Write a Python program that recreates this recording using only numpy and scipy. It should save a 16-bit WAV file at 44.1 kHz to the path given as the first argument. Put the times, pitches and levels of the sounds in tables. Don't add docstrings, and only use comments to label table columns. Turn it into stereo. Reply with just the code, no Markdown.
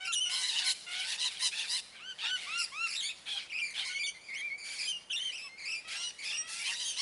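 import sys
import numpy as np
from scipy import signal
from scipy.fft import rfft, irfft, next_fast_len
from scipy.io import wavfile

SR = 44100
rng = np.random.default_rng(int(sys.argv[2]) if len(sys.argv) > 2 else 0)


def output_pcm(signal):
    pcm = np.clip(np.atleast_2d(signal).T, -1, 1) * 32767
    wavfile.write(sys.argv[1], SR, np.round(pcm).astype(np.int16))


N = 309141

# start_s, length_s, mid_pitch_hz, level_db
CAW_CALLS = [ (0.0, 0.092, 760, -50.5), (0.253, 0.18, 740, -53), (0.604, 0.12, 749, -50),
             (0.862, 0.21, 734, -50.5), (5.842, .22, 671, -57.5), (6.305, 0.34, 650.4, -57.5), ]
# start_s, rise_s, fall_s, open_hz, crest_hz, close_hz, level_db, roughness (0-1), brightness_db
SQUEAL_NOTES = [ (0.044, .012, 0.034, 2710, 2550, 2450, -38.5, 0.45, 5.5),
                (0.118, 0.02, 0.02, 3010, 3555, 2990, -29.5, 0.58, 13.5),
                (0.147, 0.03, 0.025, 2900, 2910, 2800, -30, 0.13, 10.5),
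                (0.2, 0.024, 0.036, 2850, 3070, 2766, -28, 0, 3.5),
                (0.249, 0.017, 0.031, 2800, 2872, 2810, -35, 0.27, 9),
                (2.571, 0.043, 0.043, 2700, 2663, 2330, -43, 0.46, 19.5),
                (2.86, 0.083, 0.032, 2250, 2563, 2610, -43, 0.76, 13.5),
                (2.953, .03, 0.039, 3800, 3820, 3120, -31, 0.47, 7.5),
                (3.014, 0.061, 0.049, 3000, 3610, 3810, -35, 0.48, 3.5),
                (3.02, 0.03, 0.046, 2100, 2266, 2193, -44, 0.22, 19.5),
                (3.085, 0.015, 0.028, 2250, 2600, 2140, -40.5, 0.33, -3),
                (3.491, 0.023, 0.019, 2450, 2680, 2100, -42.5, 0.36, -3),
                (3.517, 0.053, 0.028, 2200, 2503, 2330, -35.5, 0.26, -1.5),
                (3.578, 0.021, 0.024, 2450, 2753, 2580, -35.5, 0.51, -2),
                (3.61, 0.018, .055, 2400, 2372, 2356, -31, 0.02, -5.5),
                (3.62, .04, 0.077, 2300, 2300, 1995, -46, 0.42, 10),
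                (3.821, 0.048, 0.077, 2150, 2253, 2000, -42, 0.39, 5.5),
                (3.885, 0.022, 0.04, 1480, 1468, 1520, -50.5, 0.02, -12),
                (3.886, 0.083, 0.033, 2850, 3000, 3070, -42, 0.5, 6.5),
                (3.94, 0.016, 0.033, 2150, 2205, 2280, -37.5, 0.03, -1),
                (3.987, 0.026, .02, 2280, 2380, 2360, -34, .1, 3.5),
                (4.023, .022, 0.057, 2220, 2246, 2320, -36.5, 0.01, 3),
                (4.028, 0.025, .02, 2800, 3650, 2930, -33.5, 0.08, 1),
                (4.059, 0.016, .035, 3050, 2996, 3390, -40, 0.3, 15),
                (4.14, 0.021, 0.029, 1950, 2100, 2170, -52.5, 0.18, -1),
                (4.201, 0.091, 0.029, 2296, 2387, 2260, -56, 0.26, 10),
                (4.28, .055, 0.087, 2200, 2212, 1980, -40.5, 0.27, -18),
                (4.334, 0.074, 0.013, 2340, 3264, 3520, -43.5, 0.3, 9.5),
                (4.405, 0.061, 0.031, 2180, 2378, 2180, -37.5, 0.05, -20),
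                (4.498, 0.048, 0.017, 2100, 2231, 2400, -37, 0.07, -21),
                (4.575, 0.16, 0.069, 2320, 2280, 2060, -47, 0.33, 12),
                (4.78, 0.03, 0.048, 2400, 2383, 2300, -42, 0.48, 14),
                (4.845, 0.011, 0.046, 2440, 2464, 2470, -46.5, .02, 19),
                (4.872, 0.024, .03, 3050, 3122, 3000, -30, 0.06, 3.5),
                (4.911, 0.013, 0.073, 2980, 2870, 2780, -38, 0.06, -4),
                (5.095, 0.016, .018, 3200, 3070, 3460, -31.5, 0.46, -4.5),
                (5.112, 0.027, 0.032, 3500, 2747, 2980, -34, 0.23, 5.5),
                (5.155, 0.028, 0.013, 3350, 3670, 3450, -29.5, 0.28, -3.5),
                (5.171, 0.12, 0.046, 2030, 2100, 1950, -53, 0.49, 11),
                (5.189, .06, 0.067, 2920, 3143, 2830, -33.5, 0.11, -1),
                (5.315, 0.039, 0.07, 2550, 2747, 2330, -41.5, 0.43, 7),
                (5.413, 0.029, 0.048, 2600, 2628, 2615, -43.5, 0.08, 8.5),
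                (5.435, 0.012, .045, 1200, 1140, 1006, -57, 0, -14),
                (5.482, 0.02, 0.089, 2060, 2090, 2240, -54, 0.04, -0.5),
                (5.575, 0.065, 0.038, 2300, 2227, 2200, -46, .38, 8.5),
                (5.649, 0.082, .04, 2300, 2675, 2480, -36.5, 0.37, 7),
                (5.742, .018, 0.049, 2430, 2368, 2460, -43, 0.1, 5),
                (5.95, 0.14, 0.015, 2720, 2924, 2960, -39, 0.11, 10),
                (6.18, 0.027, 0.042, 2150, 2238, 2120, -47, 0.42, 9.5),
                (6.227, 0.039, 0.059, 2150, 2455, 2285, -41, 0.51, 8),
                (6.314, .029, 0.036, 2600, 2820, 2420, -36, 0.31, 6),
                (6.367, 0.022, 0.039, 2800, 2834, 2806, -46.5, 0, 24),
                (6.585, 0.055, 0.023, 2420, 2295, 2260, -41.5, 0.35, -17),
                (6.645, 0.018, .045, 2400, 2596, 2340, -39.5, .35, -5),
                (6.701, 0.036, 0.026, 2250, 1900, 1940, -44.5, 0.71, 14),
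                (6.792, 0.016, 0.028, 3150, 3120, 2930, -37.5, 0.42, 8),
                (6.739, 0.052, .04, 3700, 3920, 3780, -45, 0.27, 0),
                (6.838, 0.039, 0.054, 2950, 3144, 2990, -38.5, 0.27, 15),
                (6.929, 0.065, 0.031, 2950, 2970, 2900, -42.5, 0.44, 13.5), ]
# start_s, rise_s, open_hz, top_hz, level_db, swell_over_rise_db, roughness (0-1)
WHOOP_CALLS = [ (0.07, 0.023, 1370, 1395, -39.5, 2, 0.03), (1.99, 0.11, 1117, 1546, -43.5, 17.5, .15),
               (2.22, 0.12, 1220, 1512, -36.5, 16.5, .06), (2.462, .135, 1090, 1406, -38, 13.5, 0.06),
               (2.715, 0.13, 1012, 1376, -37.5, 17, 0.01), ]
# start_s, attack_s, hold_s, release_s, pitch_hz, level_db, beak_hz, brightness_db
SCREECH_CALLS = [ (0.288, 0.029, 0.18, 0.064, 1020, -36, 3760, 0.5),
                 (0.509, 0.059, 0.049, .04, 959, -33.5, 3180, -1),
                 (0.631, 0.034, 0.042, 0.032, 1056, -34.5, 3950, 5.5),
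                 (0.73, .02, .09, 0.042, 762, -57.5, 2640, 6),
                 (0.878, 0.065, 0.09, 0.037, 761.5, -41, 2780, -3),
                 (1.037, 0.048, 0.047, 0.04, 928, -36.5, 3380, 0),
                 (1.173, 0.044, 0.05, 0.0322, 987, -34, 4020, 0.5),
                 (1.282, 0.024, 0.089, 0.034, 776, -47, 2600, -1.5),
                 (1.39, 0.037, 0.041, .03, 996, -32, 4020, 3),
                 (1.508, 0.072, 0.058, 0.047, 884, -38, 3010, -2.5),
                 (1.672, 0.05, 0.051, 0.036, 1002, -35, 3960, 3),
                 (1.927, 0.024, 0.035, 0.078, 792, -53.5, 2300, -19),
                 (2.181, .06, 0.04, 0.039, 901.5, -35, 3400, -6.5),
                 (2.35, .03, .1, .22, 736, -45.5, 2360, -1.5),
                 (3.253, .035, .095, 0.022, 819, -40, 3380, -9),
                 (3.375, 0.012, 0.048, 0.044, 780, -50, 2450, 3),
                 (3.735, 0.035, 0.028, 0.064, 825, -38, 3160, -6),
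                 (3.834, 0.022, 0.023, 0.05, 1032, -43, 4250, 1),
                 (4.631, .03, 0.24, 0.0363, 835, -51, 2760, 4),
                 (5.871, 0.054, .03, 0.034, 804, -41.5, 2760, 3),
                 (5.952, 0.033, 0.037, 0.095, 1024, -43, 3940, 4),
                 (6.216, 0.052, 0.041, 0.079, 889, -43, 3420, 2),
                 (6.467, 0.026, .13, 0.035, 871, -47, 2990, 7.5),
                 (6.631, 0.034, 0.029, 0.054, 983, -37, 3100, 2.5),
                 (6.722, 0.036, 0.078, 0.16, 977.5, -43.5, 3750, 5.5),
                 (6.962, 0.03, .022, 0.019, 1062, -35.5, 3830, 1), ]
# frequency_hz, relative_density_db
HUSH_SPECTRUM = [(25, -11.5), (65, 1), (110, -4), (190, 2.5), (300, -2), (500, 2), (1600, -2.5),
                 (2500, -6.5), (10000, -15)]
# frequency_hz, gain_db
CAW_THROAT_RESPONSE = [(700, -13), (1500, -2), (2800, 2), (4000, -9), (9000, -20.5)]
# frequency_hz, gain_db
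SQUEAL_THROAT_RESPONSE = [(1200, -0.5), (2200, 1), (3500, -3), (5200, -11), (7000, -19.5), (8500, -19),
                          (10300, -18.5)]
# frequency_hz, gain_db
WHOOP_THROAT_RESPONSE = [(1000, 1.5), (1400, -6), (2700, 3.5), (4100, -11), (6500, -14.5), (10000, -27.5)]
# frequency_hz, gain_db
SCREECH_THROAT_RESPONSE = [(800, -15.5), (1400, -11), (2200, -5.5), (4200, -3), (5400, -6.5), (6700, -12.5),
                           (8400, -10), (10500, -10)]

CAW_CLIMB_HZ_PER_S, CAW_ENDS_DB = 340, -3
SQUEAL_OPEN_DB, SQUEAL_CLOSE_DB = -4.5, -5.5
CRACK_ROUGHNESS, CRACK_DECAY_S = 0.063, 0.019
WHOOP_FALL_S, WHOOP_DROP_HZ, WHOOP_DROP_DB = .036, 161, -12
SLACK_DB, SLACK_PITCH_SHARE, SLACK_BEAK_SHARE = -11.5, .11, 0.18
FAR_HZ, FAR_BEAK_HZ, FAR_DB, FAR_BRIGHT_DB = 847.5, 2096, -61, -0.5
TOP_HZ = 10850
SIDES = np.array([[1], [-1]])


def db_to_gain(db):
    return 10 ** (np.asarray(db) / 20)


def response(points, hz):
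    point_hz, point_db = np.transpose(points)
    return db_to_gain(np.interp(np.log(hz + 1), np.log(point_hz), point_db))


def wander(n, corner_hz):
    f = np.fft.rfftfreq(next_fast_len(2 * n, True), 1 / SR)
    lowpass = 1 / (1 + (f / corner_hz) ** 3)
    y = irfft(lowpass * (rng.standard_normal(len(f)) + 1j * rng.standard_normal(len(f))))
    return y[:n] / y.std()


def clock(length_s):
    return np.arange(int(length_s * SR)) / SR


def diffuse(n, outline, apart_hz):
    f = np.fft.rfftfreq(n, 1 / SR)
    mid, side = rfft(rng.standard_normal((2, n))) * response(outline, f)
    width = np.clip(f / apart_hz + 1 / (1 + f / 260), 0, 1)
    return irfft(mid + width * side * SIDES, n)


def outdoor_hush(level_db=-60.5):
    hush = diffuse(N, HUSH_SPECTRUM, apart_hz=5700)
    return hush * db_to_gain(level_db) / hush.std()


def syrinx(pitch_hz, rough, gains, jitter, jitter_hz, flutter, flutter_hz, chaos, chaos_hz, lock=lambda k: 0):
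    n = len(pitch_hz)
    flap_hz = flutter_hz * (1 + 0.283 * wander(n, 67.3))
    flap = np.sin(2 * np.pi * np.cumsum(flap_hz) / SR)
    shaken_hz = pitch_hz * (1 + jitter * rough * wander(n, jitter_hz))
    phase = 2 * np.pi * np.cumsum(shaken_hz) / SR
    tone = 0
    for k, gain in gains:
        smear = chaos * rough * np.sqrt(k) * (1 - lock(k))
        shake = (wander(n, chaos_hz) + 1j * wander(n, chaos_hz)) / np.sqrt(2)
        line = np.imag((1 + smear * shake) * np.exp(1j * k * phase))
        tone = tone + gain * line / np.sqrt(1 + smear ** 2)
    return np.sqrt(2) * tone * (1 + flutter * rough * flap)


def partials(pitch_hz, throat, bright_db, multiples):
    gains = []
    for k in multiples:
        hz = k * pitch_hz
        brightness = db_to_gain(bright_db * np.clip((hz - 3900) / 900, 0, 1))
        gains.append((k, response(throat, hz) * (hz < SR / 3) * brightness))
    return gains


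def caw(pitch_hz, level_db):
    gains = partials(pitch_hz, CAW_THROAT_RESPONSE, 0, np.arange(1, SR / 4 // pitch_hz.min()))
    tone = syrinx(pitch_hz, 0.12, gains, jitter=0.077, jitter_hz=201, flutter=0, flutter_hz=200,
                  chaos=2.8, chaos_hz=126)
    return tone * db_to_gain(level_db + 2.5)


def play_caw(length_s, mid_hz, level_db):
    from_mid_s = clock(length_s) - length_s / 2
    pitch_hz = mid_hz + CAW_CLIMB_HZ_PER_S * from_mid_s
    return caw(pitch_hz, level_db + CAW_ENDS_DB * (2 * from_mid_s / length_s) ** 2)


def squeal(pitch_hz, level_db, rough, bright_db):
    whole = np.arange(1, SR / 3 // pitch_hz.min())
    gains = partials(pitch_hz, SQUEAL_THROAT_RESPONSE, bright_db, whole)
    halfway = partials(pitch_hz, SQUEAL_THROAT_RESPONSE, bright_db, whole - .5)
    gains += [(k, gain * rough * db_to_gain(-20.5)) for k, gain in halfway]
    waver = 1 + .08 * rough * wander(len(pitch_hz), 55)
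    tone = syrinx(pitch_hz * waver, rough, gains, jitter=.075, jitter_hz=340, flutter=.55, flutter_hz=280,
                  chaos=1.1, chaos_hz=250)
    return tone * db_to_gain(level_db - 0.76)


def play_squeal(rise_s, fall_s, open_hz, crest_hz, close_hz, level_db, rough, bright_db):
    t = clock(rise_s + fall_s)
    rising = t < rise_s
    away = np.interp(t, [0, rise_s, rise_s + fall_s], [1, 0, 1]) ** 2
    pitch_hz = crest_hz + away * (np.where(rising, open_hz, close_hz) - crest_hz)
    bent_db = level_db + away * np.where(rising, SQUEAL_OPEN_DB, SQUEAL_CLOSE_DB)
    cracked = np.clip(rough + CRACK_ROUGHNESS * np.exp(-t / CRACK_DECAY_S), 0, 1)
    return squeal(pitch_hz, bent_db, cracked, bright_db)


def whoop(pitch_hz, level_db, rough):
    gains = partials(pitch_hz, WHOOP_THROAT_RESPONSE, 0, np.arange(1, SR / 4 // pitch_hz.min()))
    tone = syrinx(pitch_hz, rough, gains, jitter=0.118, jitter_hz=300, flutter=0.24, flutter_hz=280,
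                  chaos=0.94, chaos_hz=199)
    return tone * db_to_gain(level_db + 2.5)


def play_whoop(rise_s, open_hz, top_hz, level_db, swell_db, rough):
    t = clock(rise_s + WHOOP_FALL_S)
    to_go = np.maximum(1 - t / rise_s, 0)
    drop = (np.maximum(t - rise_s, 0) / WHOOP_FALL_S) ** 2
    pitch_hz = top_hz + (open_hz - top_hz) * to_go ** 2 - WHOOP_DROP_HZ * drop
    return whoop(pitch_hz, level_db - swell_db * to_go + WHOOP_DROP_DB * drop, rough)


def screech(pitch_hz, level_db, beak_hz, bright_db):
    n = len(level_db)
    rough = np.clip(.88 - (beak_hz - 2700) / 4200, .1, 1)
    pitch_hz = pitch_hz * (1 + .04 * rough * wander(n, 50))

    def resonance(k):
        return 1 / (1 + ((k * pitch_hz - beak_hz) / 400) ** 2)

    def horn(k):
        return np.clip((k * pitch_hz / (.68 * beak_hz)) ** 2, .7, 1)

    gains = []
    multiples = np.arange(1, SR / 3 // pitch_hz.max())
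    for k, gain in partials(pitch_hz, SCREECH_THROAT_RESPONSE, bright_db, multiples):
        shifting = db_to_gain(2.62 * wander(n, 18) - 0.48)
        gains.append((k, gain * horn(k) * (1 + resonance(k)) * shifting))
    tone = syrinx(pitch_hz, rough, gains, jitter=.05, jitter_hz=220, flutter=.4, flutter_hz=210,
                  chaos=.9, chaos_hz=340, lock=resonance)
    return tone * db_to_gain(level_db - 3.0 + rough * wander(n, 34))


def play_screech(attack_s, hold_s, release_s, full_hz, level_db, beak_hz, bright_db):
    corners_s = np.cumsum([0, attack_s, hold_s, release_s])
    slack = np.interp(clock(corners_s[-1]), corners_s, [1, 0, 0, 1])
    return screech(full_hz * (1 - SLACK_PITCH_SHARE * slack), level_db + SLACK_DB * slack,
                   beak_hz * (1 - SLACK_BEAK_SHARE * slack), bright_db)


def far_flock(count=44):
    calls = []
    for when, length, size, force in rng.random((count, 4)):
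        start_s = when * (N / SR - .1)
        half_s = 0.042 + .1 * length
        higher = 1 + 0.48 * size
        calls.append((start_s, half_s, 0, half_s, FAR_HZ * higher, FAR_DB + 4 * force,
                      FAR_BEAK_HZ * higher, FAR_BRIGHT_DB))
    return calls


def place_bird(out, start, voice, lag_s=2.0e-5, pan_db=0.7, echo_db=-9, echo_s=0.01):
    n = len(voice)
    from_edge = np.minimum(np.arange(n), np.arange(n)[::-1])
    fade = np.clip(from_edge / (.009 * SR), 0, 1)
    size = 2 * next_fast_len(n // 2 + SR // 20)
    f = np.fft.rfftfreq(size, 1 / SR)
    lag = lag_s * rng.uniform(.5, 2)
    echo = db_to_gain(echo_db) * np.exp(-2j * np.pi * f * echo_s * rng.uniform(.5, 1.8))
    balance = db_to_gain(pan_db * rng.uniform(-0.3, 1) * SIDES / 2)
    direct = np.exp(1j * np.pi * f * lag * SIDES) * balance
    placed = irfft(rfft(voice * fade, size) * (direct + echo * direct.conj()))
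    placed = placed[:, :max(N - start, 0)]
    out[:, start:start + placed.shape[1]] += placed


def forest_echoes(dry, t60_s=.8, wet_db=-12):
    t = np.arange(SR) / SR
    outline = [(800, -8.0), (3000, -3.5), (10000, -1.5)]  # frequency_hz, gain_db
    envelope = db_to_gain(-60 * t / t60_s) * (1 - np.exp(-t / 0.0033))
    tail = diffuse(SR, outline, apart_hz=7500) * envelope
    tail /= np.sqrt(np.sum(tail ** 2) / 2)
    mono = dry.mean(axis=0)[None]
    return db_to_gain(wet_db) * signal.fftconvolve(mono, tail, axes=1)[:, :N]


def scene():
    birds = np.zeros((2, N))
    voices = [(play_caw, CAW_CALLS), (play_squeal, SQUEAL_NOTES), (play_whoop, WHOOP_CALLS),
              (play_screech, list(SCREECH_CALLS) + far_flock())]
    for play, calls in voices:
        for start_s, *call in calls:
            place_bird(birds, max(int(start_s * SR), 0), play(*call))
    bird_highpass = signal.butter(2, 520, "high", fs=SR, output="sos")
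    birds = signal.sosfilt(bird_highpass, birds)
    return birds + forest_echoes(birds) + outdoor_hush()


def record(dry):
    return signal.sosfilt(signal.ellip(12, .2, 80, TOP_HZ, fs=SR, output="sos"), dry)


dry = scene()
out = record(dry)
output_pcm(out)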